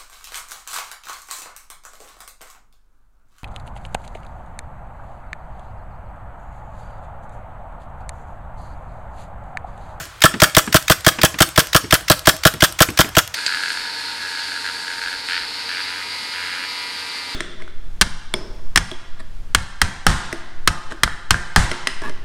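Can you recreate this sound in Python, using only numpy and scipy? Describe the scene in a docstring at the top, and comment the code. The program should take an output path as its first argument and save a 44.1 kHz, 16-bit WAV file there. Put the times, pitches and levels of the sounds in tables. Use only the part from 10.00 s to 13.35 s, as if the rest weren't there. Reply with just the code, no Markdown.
"""An open lot with distant rumble and hiss, made of shaped noise; a gas-powered paintball marker fires quickly,
close to a small microphone. The first hammer strike falls just before the start, so its sound is under way.
Each later shot: the sear clicks (noise through resonances), the hammer cracks and the barrel pops (short sines),
the bolt is blown back and clatters (noise and ringing steel), and fences and walls answer with a noise tail.
Between shots the trigger often ticks as it resets; some balls thud on a target. 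Shots overload the input."""
import sys
import numpy as np
from scipy import signal
from scipy.fft import rfft, irfft, next_fast_len
from scipy.io import wavfile
from scipy.ndimage import uniform_filter1d, map_coordinates

SR = 44100
rng = np.random.default_rng(int(sys.argv[2]) if len(sys.argv) > 2 else 0)


def wav_out(sig):
    """Save sig, one row per channel (or a flat mono array), as 16-bit PCM at SR to the path in sys.argv[1]."""
    wavfile.write(sys.argv[1], SR, np.round(np.clip(np.atleast_2d(sig).T, -1, 1) * 32767).astype(np.int16))


N = 147735  # length in samples
LEAD = SR // 10  # samples of room ahead of the start
T = np.arange(SR // 6) / SR  # time within one close sound, seconds

# Open-air background. Each row: frequency in [Hz], relative density in [dB per Hz].
AIR_SPECTRUM = [(18, -38), (30, -8), (88, 2), (249, -26), (1440, -11), (1770, -17), (4310, -23),
                (15500, -39)]
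AIR_DB = -40.5

# Hammer strikes. Each row: strike in [s], blast [dB], blow-back [dB], bolt home [dB, on top of blow-back].
HAMMER_STRIKES = [(-.045, -4, -2, 0), (0.2379, -1, -1.5, -6), (0.4182, -0.5, -0.5, 7), (0.5664, 0, 0.5, -5),
                  (0.7428, -1.5, 0.5, 0.5), (0.898, -2.5, 0, 2), (1.0641, -2.5, -2, 7),
                  (1.2327, -1.5, 0, -7), (1.4039, -2, 0.5, 1), (1.5761, -2.5, -1, 3),
                  (1.7465, -2.5, 1.5, -22), (1.9245, -3.5, 0.5, -0.5), (2.0987, -2, -1.5, 0),
                  (2.2713, -1, 0.5, 4.5), (2.4517, -1.5, -2, 7.5), (2.6218, -3, 1, 4),
                  (2.8041, -2.5, 4, -15), (2.9891, -1.5, -1, 6.5), (3.1672, -3.5, 0.5, 2)]
# Level of the mid-band noise at each shot in turn. One column: relative level in [dB].
MID_BAND_LEVELS = [0, 12, 2, 1.5, 3, -2.5, 6, -4.5, 2, -2, -1, 2, 2, 0, 5, -2.5, -6, 4, 0]
# Air in the barrel and shroud, and in the last row a ring of the hammer strike. 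Each row: pitch in [Hz], level
# [dB], start after the hammer [ms], duration [ms].
SHOT_TONES = [(58.8, -21.5, 3, 28.7), (133.5, -3.5, 5.5, 10.02), (321.5, -9, 4, 12.13),
              (491, -13, 2.5, 14.96), (643, -6, 2, 12.9), (784, -13, 4, 9.7), (1060.5, -10, 2, 9),
              (1355, -9, 2, 10), (1667, -5.5, 3, 7.5), (3100, -10.5, 0.5, 3.95)]
# Receiver body. Each row: resonance in [Hz], width in [Hz], relative level in [dB].
BODY_RESONANCES = [(537, 205, -7), (1300, 305, 2.5), (1675, 385, 2), (3270, 497, -1), (4640, 370, -5),
                   (5390, 750, -6), (8770, 1940, -12), (11950, 1330, -12.5), (14900, 1100, -13.5)]
# Bolt against its stop. Each row: resonance in [Hz], width in [Hz], relative level in [dB].
BOLT_RESONANCES = [(3100, 1400, -3.5), (4510, 460, 4.5), (5830, 2300, 0), (8660, 4100, -1),
                   (12100, 2900, -1.5), (14600, 1600, -8.5)]
# Narrow noise bands at 1.2-1.7 kHz after the blow-back.
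# Each row: band centre in [Hz], width in [Hz], relative level in [dB].
MID_BANDS = [(1180, 104, -3), (1340, 70, 2), (1684, 105, -1)]
# Thin steel parts that ring on. One column: pitch in [Hz].
STEEL_PITCHES = [1520, 9050, 11530]
# The same steel parts, in the same order. Each row: typical level in [dB], 60 dB decay time in [s].
STEEL_DECAYS = [(-38, 0.23), (-31, 0.097), (-47, 0.19)]
BARREL_SCATTER_DB, STEEL_SCATTER_DB = 1.24, 7
HAMMER_DB, HAMMER_T60_S, JET_DB, JET_HOLD_S = -2, 0.022, -12.5, 0.013
# Bolt times are seconds after the hammer; scatter is a standard deviation.
BACK_S, BACK_SCATTER_S, BACK_DB, BACK_T60_S = 0.0153, 0.0004, -6.5, 0.024
HOME_S, HOME_SCATTER_S, HOME_DB, HOME_T60_S = 0.023, 0.0008, -13.5, 0.025
RATTLE_DB, RATTLE_HOLD_S, RATTLE_T60_S = -12, 0.0062, 0.053
MID_BAND_DB, MID_BAND_T60_S = -18, 0.044

# Echoes of the lot. Each row: frequency in [Hz], 60 dB decay time in [s].
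LOT_DECAY = [(100, 0.27), (500, 0.38), (2000, 0.32), (8000, 0.4), (15000, 0.17)]
# Tone of those echoes. Each row: frequency in [Hz], relative level in [dB].
LOT_COLOUR_POINTS = [(60, -5), (250, -5), (600, -3.5), (900, -1.5), (1500, -3.5), (2400, 3), (3300, -2),
                     (5000, 0), (10000, 1.5), (15000, 6)]
LOT_DB, ECHO_PATCH_DB = -12, 2.5

# Trigger resets. Each row: start in [s], relative level in [dB].
TRIGGER_RESETS = [(0.054, -21), (0.2055, -18.5), (0.497, -16), (0.6655, -16), (0.825, -10), (1.0074, -16.5),
                  (1.3409, -23), (1.489, -8.5), (1.6706, -14), (2.0093, -21), (2.1928, -11.5),
                  (2.3654, -12.5), (2.5388, -10), (2.7242, -11.5), (2.903, -10), (3.09, -10.5),
                  (3.2761, -11)]
# Trigger parts. Each row: resonance in [Hz], width in [Hz], relative level in [dB].
TRIGGER_RESONANCES = [(2460, 1500, 8), (5200, 1300, 9), (8950, 3600, 4), (13500, 3000, 3.5)]
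RESET_DB, RESET_T60_S = -12, 0.012

# Sear releases. Each row: end of the click's rise in [s], relative level in [dB].
SEAR_RELEASES = [(0.2205, 7), (0.402, 1), (0.5496, 1), (0.727, 0), (0.8815, -1), (1.0479, -2), (1.2162, 0),
                 (1.3882, -0.5), (1.5609, -2.5), (1.7318, 0), (1.9094, 0), (2.0831, -2), (2.257, -2),
                 (2.4357, -3.5), (2.6071, -1.5), (2.7902, -0.5), (2.9751, -1), (3.1526, -4.5), (3.3424, -2)]
# Sear and trigger parts. Each row: resonance in [Hz], width in [Hz], relative level in [dB].
SEAR_RESONANCES = [(1980, 1000, 8.5), (3670, 400, 10.5), (4790, 1670, 5.5), (9450, 3000, -20.5),
                   (12300, 3300, -12.5)]
SEAR_DB, SEAR_RISE_S, SEAR_HOLD_S, SEAR_T60_S = -14.5, 0.000986, 0.0019, 0.021
PULL_S, PULL_DB, SLIDE_DB = 0.005, -11, -15.5  # scrape and slide levels are relative to the click

# Balls landing. Each row: landing in [s], relative splat level in [dB], relative thud level in [dB].
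BALL_LANDINGS = [(0.34, -8, -24), (0.6747, -11, -25.5), (1.1863, -5.5, -26.5), (1.3419, -11, -32.5),
                 (1.8396, -14, -27.5), (2.5384, -17, -30.5), (2.887, -9.5, -23.5), (3.044, -10, -27)]
# Hollow target. Each row: resonance in [Hz], width in [Hz], relative level in [dB].
TARGET_RESONANCES = [(123, 53, -1), (236, 49, 0), (300, 54, 0.5), (460, 136, -11.5)]
# Wet splat. Each row: resonance in [Hz], width in [Hz], relative level in [dB].
SPLAT_RESONANCES = [(890, 430, -4.5), (1780, 1000, -1), (2660, 960, -1), (5100, 3000, -10)]
THUD_DB, THUD_T60_S, SPLAT_DB, SPLAT_T60_S = 1.5, 0.15, -10.5, 0.062
KNOCK_DB, KNOCK_T60_S = 4.5, 0.043  # first swing of the target's face, relative to the thud

GRIT_DB, GRIT_PER_S = 2.5, 1500  # noise comes in uneven little bursts
CLIP_TOP, CLIP_HARD = 0.97, 10  # ceiling in full scale, sharpness of the knee
LOW_HZ, TOP_HZ = 12, 16200


def amp(db):
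    """Turn decibels into gain."""
    return 10 ** (np.asarray(db) / 20)


def along(points, hz):
    """Read a curve of (Hz, value) points along a log frequency axis."""
    f, value = np.transpose(points)
    return np.interp(np.log(hz + 1), np.log(f + 1), value)


def filtered(x, response):
    """Pass x through a complex response of frequency."""
    m = next_fast_len(x.shape[-1] + SR // 20)
    spectrum = rfft(x, m) * response(np.fft.rfftfreq(m, 1 / SR))
    return irfft(spectrum, m)[..., :x.shape[-1]]


def shape(start, rise, hold, t60):
    """Linear attack, hold, and exponential release; all times in seconds."""
    t = T - start
    release = np.maximum(t - rise - hold, 0)
    return np.clip(t / rise, 0, 1) * amp(-60 * release / t60)


def add(track, s, sound):
    """Mix a sound in at s seconds, on a track that begins a little early."""
    i = LEAD + round(s * SR)
    track[..., i:i + sound.shape[-1]] += sound


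def air():
    """Distant rumble and hiss: steady noise shaped by the background spectrum."""
    x = filtered(rng.standard_normal(N), lambda hz: amp(along(AIR_SPECTRUM, hz)))
    return amp(AIR_DB) * x / x.std()


def gritty_noise(resonances):
    """Fresh noise with an uneven level, passed through resonances and brought to rms 1."""
    def response(f):
        total = 0
        for k, (centre, width, db) in enumerate(resonances):
            band = 1j * f * width / (centre ** 2 - f ** 2 + 1j * f * width)
            total = total + (-1) ** k * amp(db) * band  # neighbours alternate in sign
        return total

    grit = map_coordinates(rng.standard_normal(len(T)), [T * GRIT_PER_S], order=1)
    x = filtered(rng.standard_normal(len(T)) * amp(GRIT_DB * grit), response)
    return x / x.std()


def barrel():
    """Short tones swell and die at each shot, the air in the barrel and shroud and a ring of the hammer, nearly
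    the same at every shot."""
    out = 0
    for hz, db, start, lasts in SHOT_TONES:
        t = T - start / 1000
        swell = np.sin(np.pi * np.clip(1000 * t / lasts, 0, 1)) ** 0.5
        level = amp(db + BARREL_SCATTER_DB * rng.standard_normal())
        out = out + level * swell * np.sin(2 * np.pi * hz * t)
    return out


def steel_ring(start):
    """Thin steel parts ring as decaying sines, struck differently at each blow."""
    t = np.maximum(T - start, 0)
    out = 0
    for hz, (db, t60) in zip(STEEL_PITCHES, STEEL_DECAYS):
        struck_db = db + STEEL_SCATTER_DB * rng.standard_normal()
        out = out + amp(struck_db - 60 * t / t60) * np.sin(2 * np.pi * hz * t)
    return out


def bolt(home_db, mid_db):
    """The bolt hits its stop, rattles the body, rings steel, with mid-band noise, and comes home."""
    back_s = BACK_S + BACK_SCATTER_S * rng.standard_normal()
    home_s = HOME_S + HOME_SCATTER_S * rng.standard_normal()
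    stop = amp(BACK_DB) * shape(back_s, 0.00041, 0.0011, BACK_T60_S)
    home = amp(HOME_DB + home_db) * shape(home_s, 0.00055, 0.001, HOME_T60_S)
    rattle = amp(RATTLE_DB) * shape(BACK_S, 0.0022, RATTLE_HOLD_S, RATTLE_T60_S)
    mid_band = amp(MID_BAND_DB + mid_db) * shape(BACK_S, 0.0036, 0.0078, MID_BAND_T60_S)
    out = stop * gritty_noise(BOLT_RESONANCES) + (rattle + home) * gritty_noise(BODY_RESONANCES)
    return out + steel_ring(BACK_S) + mid_band * gritty_noise(MID_BANDS)


def shot(blast_db, back_db, home_db, mid_db):
    """Hammer crack and gas jet shake the body as the barrel pops; then the bolt cycles."""
    hammer = amp(HAMMER_DB) * shape(0, 0.00081, 0.00033, HAMMER_T60_S)
    jet = amp(JET_DB) * shape(0, 0.00056, JET_HOLD_S, 0.0045)
    blast = barrel() + (hammer + jet) * gritty_noise(BODY_RESONANCES)
    return amp(blast_db) * blast + amp(back_db) * bolt(home_db, mid_db)


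def lot(x):
    """The answer of fences and walls: a decaying noise tail, patchy and new for every shot."""
    hz, t, z = signal.stft(rng.standard_normal(SR // 3), SR, nperseg=256)
    patch = uniform_filter1d(rng.standard_normal(z.shape), size=12, axis=0)  # across frequency
    patch = uniform_filter1d(patch, size=4, axis=1)  # across time
    colour = along(LOT_COLOUR_POINTS, hz)[:, None]
    decay = 60 * t / along(LOT_DECAY, hz)[:, None]
    db = colour - decay + ECHO_PATCH_DB * patch / patch.std()
    tail = signal.istft(z * amp(db), SR, nperseg=256)[1]
    return amp(LOT_DB) * signal.fftconvolve(x, tail / np.linalg.norm(tail))


def shots(track):
    """Each shot reaches the microphone close, and by way of the lot."""
    out = np.zeros_like(track)
    for (s, *levels_db), mid_db in zip(HAMMER_STRIKES, MID_BAND_LEVELS):
        close = shot(*levels_db, mid_db)
        add(out, s, close)
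        add(out, s, lot(close))
    return out


def trigger_ticks(track):
    """The trigger resets with a short tick of its small parts."""
    out = np.zeros_like(track)
    for s, db in TRIGGER_RESETS:
        tick = shape(0, 0.00036, 0.00072, RESET_T60_S) * gritty_noise(TRIGGER_RESONANCES)
        add(out, s, amp(db + RESET_DB) * tick)
    return out


def sear_clicks(track):
    """The trigger scrapes just before the sear lets go, then click and slide ring the parts."""
    out = np.zeros_like(track)
    for s, db in SEAR_RELEASES:
        scrape = amp(PULL_DB) * shape(0, PULL_S, 0.0004, 0.0071) ** 2
        click = shape(PULL_S, SEAR_RISE_S, SEAR_HOLD_S, SEAR_T60_S)
        slide = amp(SLIDE_DB) * shape(PULL_S, 0.0034, 0.011, 0.016)
        sound = amp(db + SEAR_DB) * (scrape + click + slide) * gritty_noise(SEAR_RESONANCES)
        add(out, s - SEAR_RISE_S - PULL_S, sound)
    return out


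def target(track):
    """A ball bursts on something hollow: a dull splat, a struck face, a rumbling after-thud."""
    out = np.zeros_like(track)
    face_hz = TARGET_RESONANCES[1][0]
    for s, splat_db, thud_db in BALL_LANDINGS:
        knock = amp(KNOCK_DB - 60 * T / KNOCK_T60_S) * np.sin(2 * np.pi * face_hz * T)
        thud = shape(0.00081, 0.00077, 0.0017, THUD_T60_S) * gritty_noise(TARGET_RESONANCES)
        burst = shape(0, 0.00048, 0.00077, SPLAT_T60_S) * gritty_noise(SPLAT_RESONANCES)
        splat = filtered(burst, lambda hz: 1 / (1 + 1j * hz / 4000) ** 2)  # dulled above 4 kHz
        add(out, s, amp(thud_db + THUD_DB) * (knock + thud) + amp(splat_db + SPLAT_DB) * splat)
    return out


def scene():
    """Everything at the microphone, as one channel."""
    track = np.zeros(LEAD + N + SR)
    events = shots(track) + trigger_ticks(track) + sear_clicks(track) + target(track)
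    return (events[LEAD:LEAD + N] + air())[None]


def record(dry):
    """The overloaded input clips with a rounded knee; then the bass and band limits."""
    clipped = dry / (1 + np.abs(dry / CLIP_TOP) ** CLIP_HARD) ** (1 / CLIP_HARD)
    return filtered(clipped, lambda hz: (hz < TOP_HZ) * 1j * hz / (LOW_HZ + 1j * hz))


dry = scene()
out = record(dry)
wav_out(out)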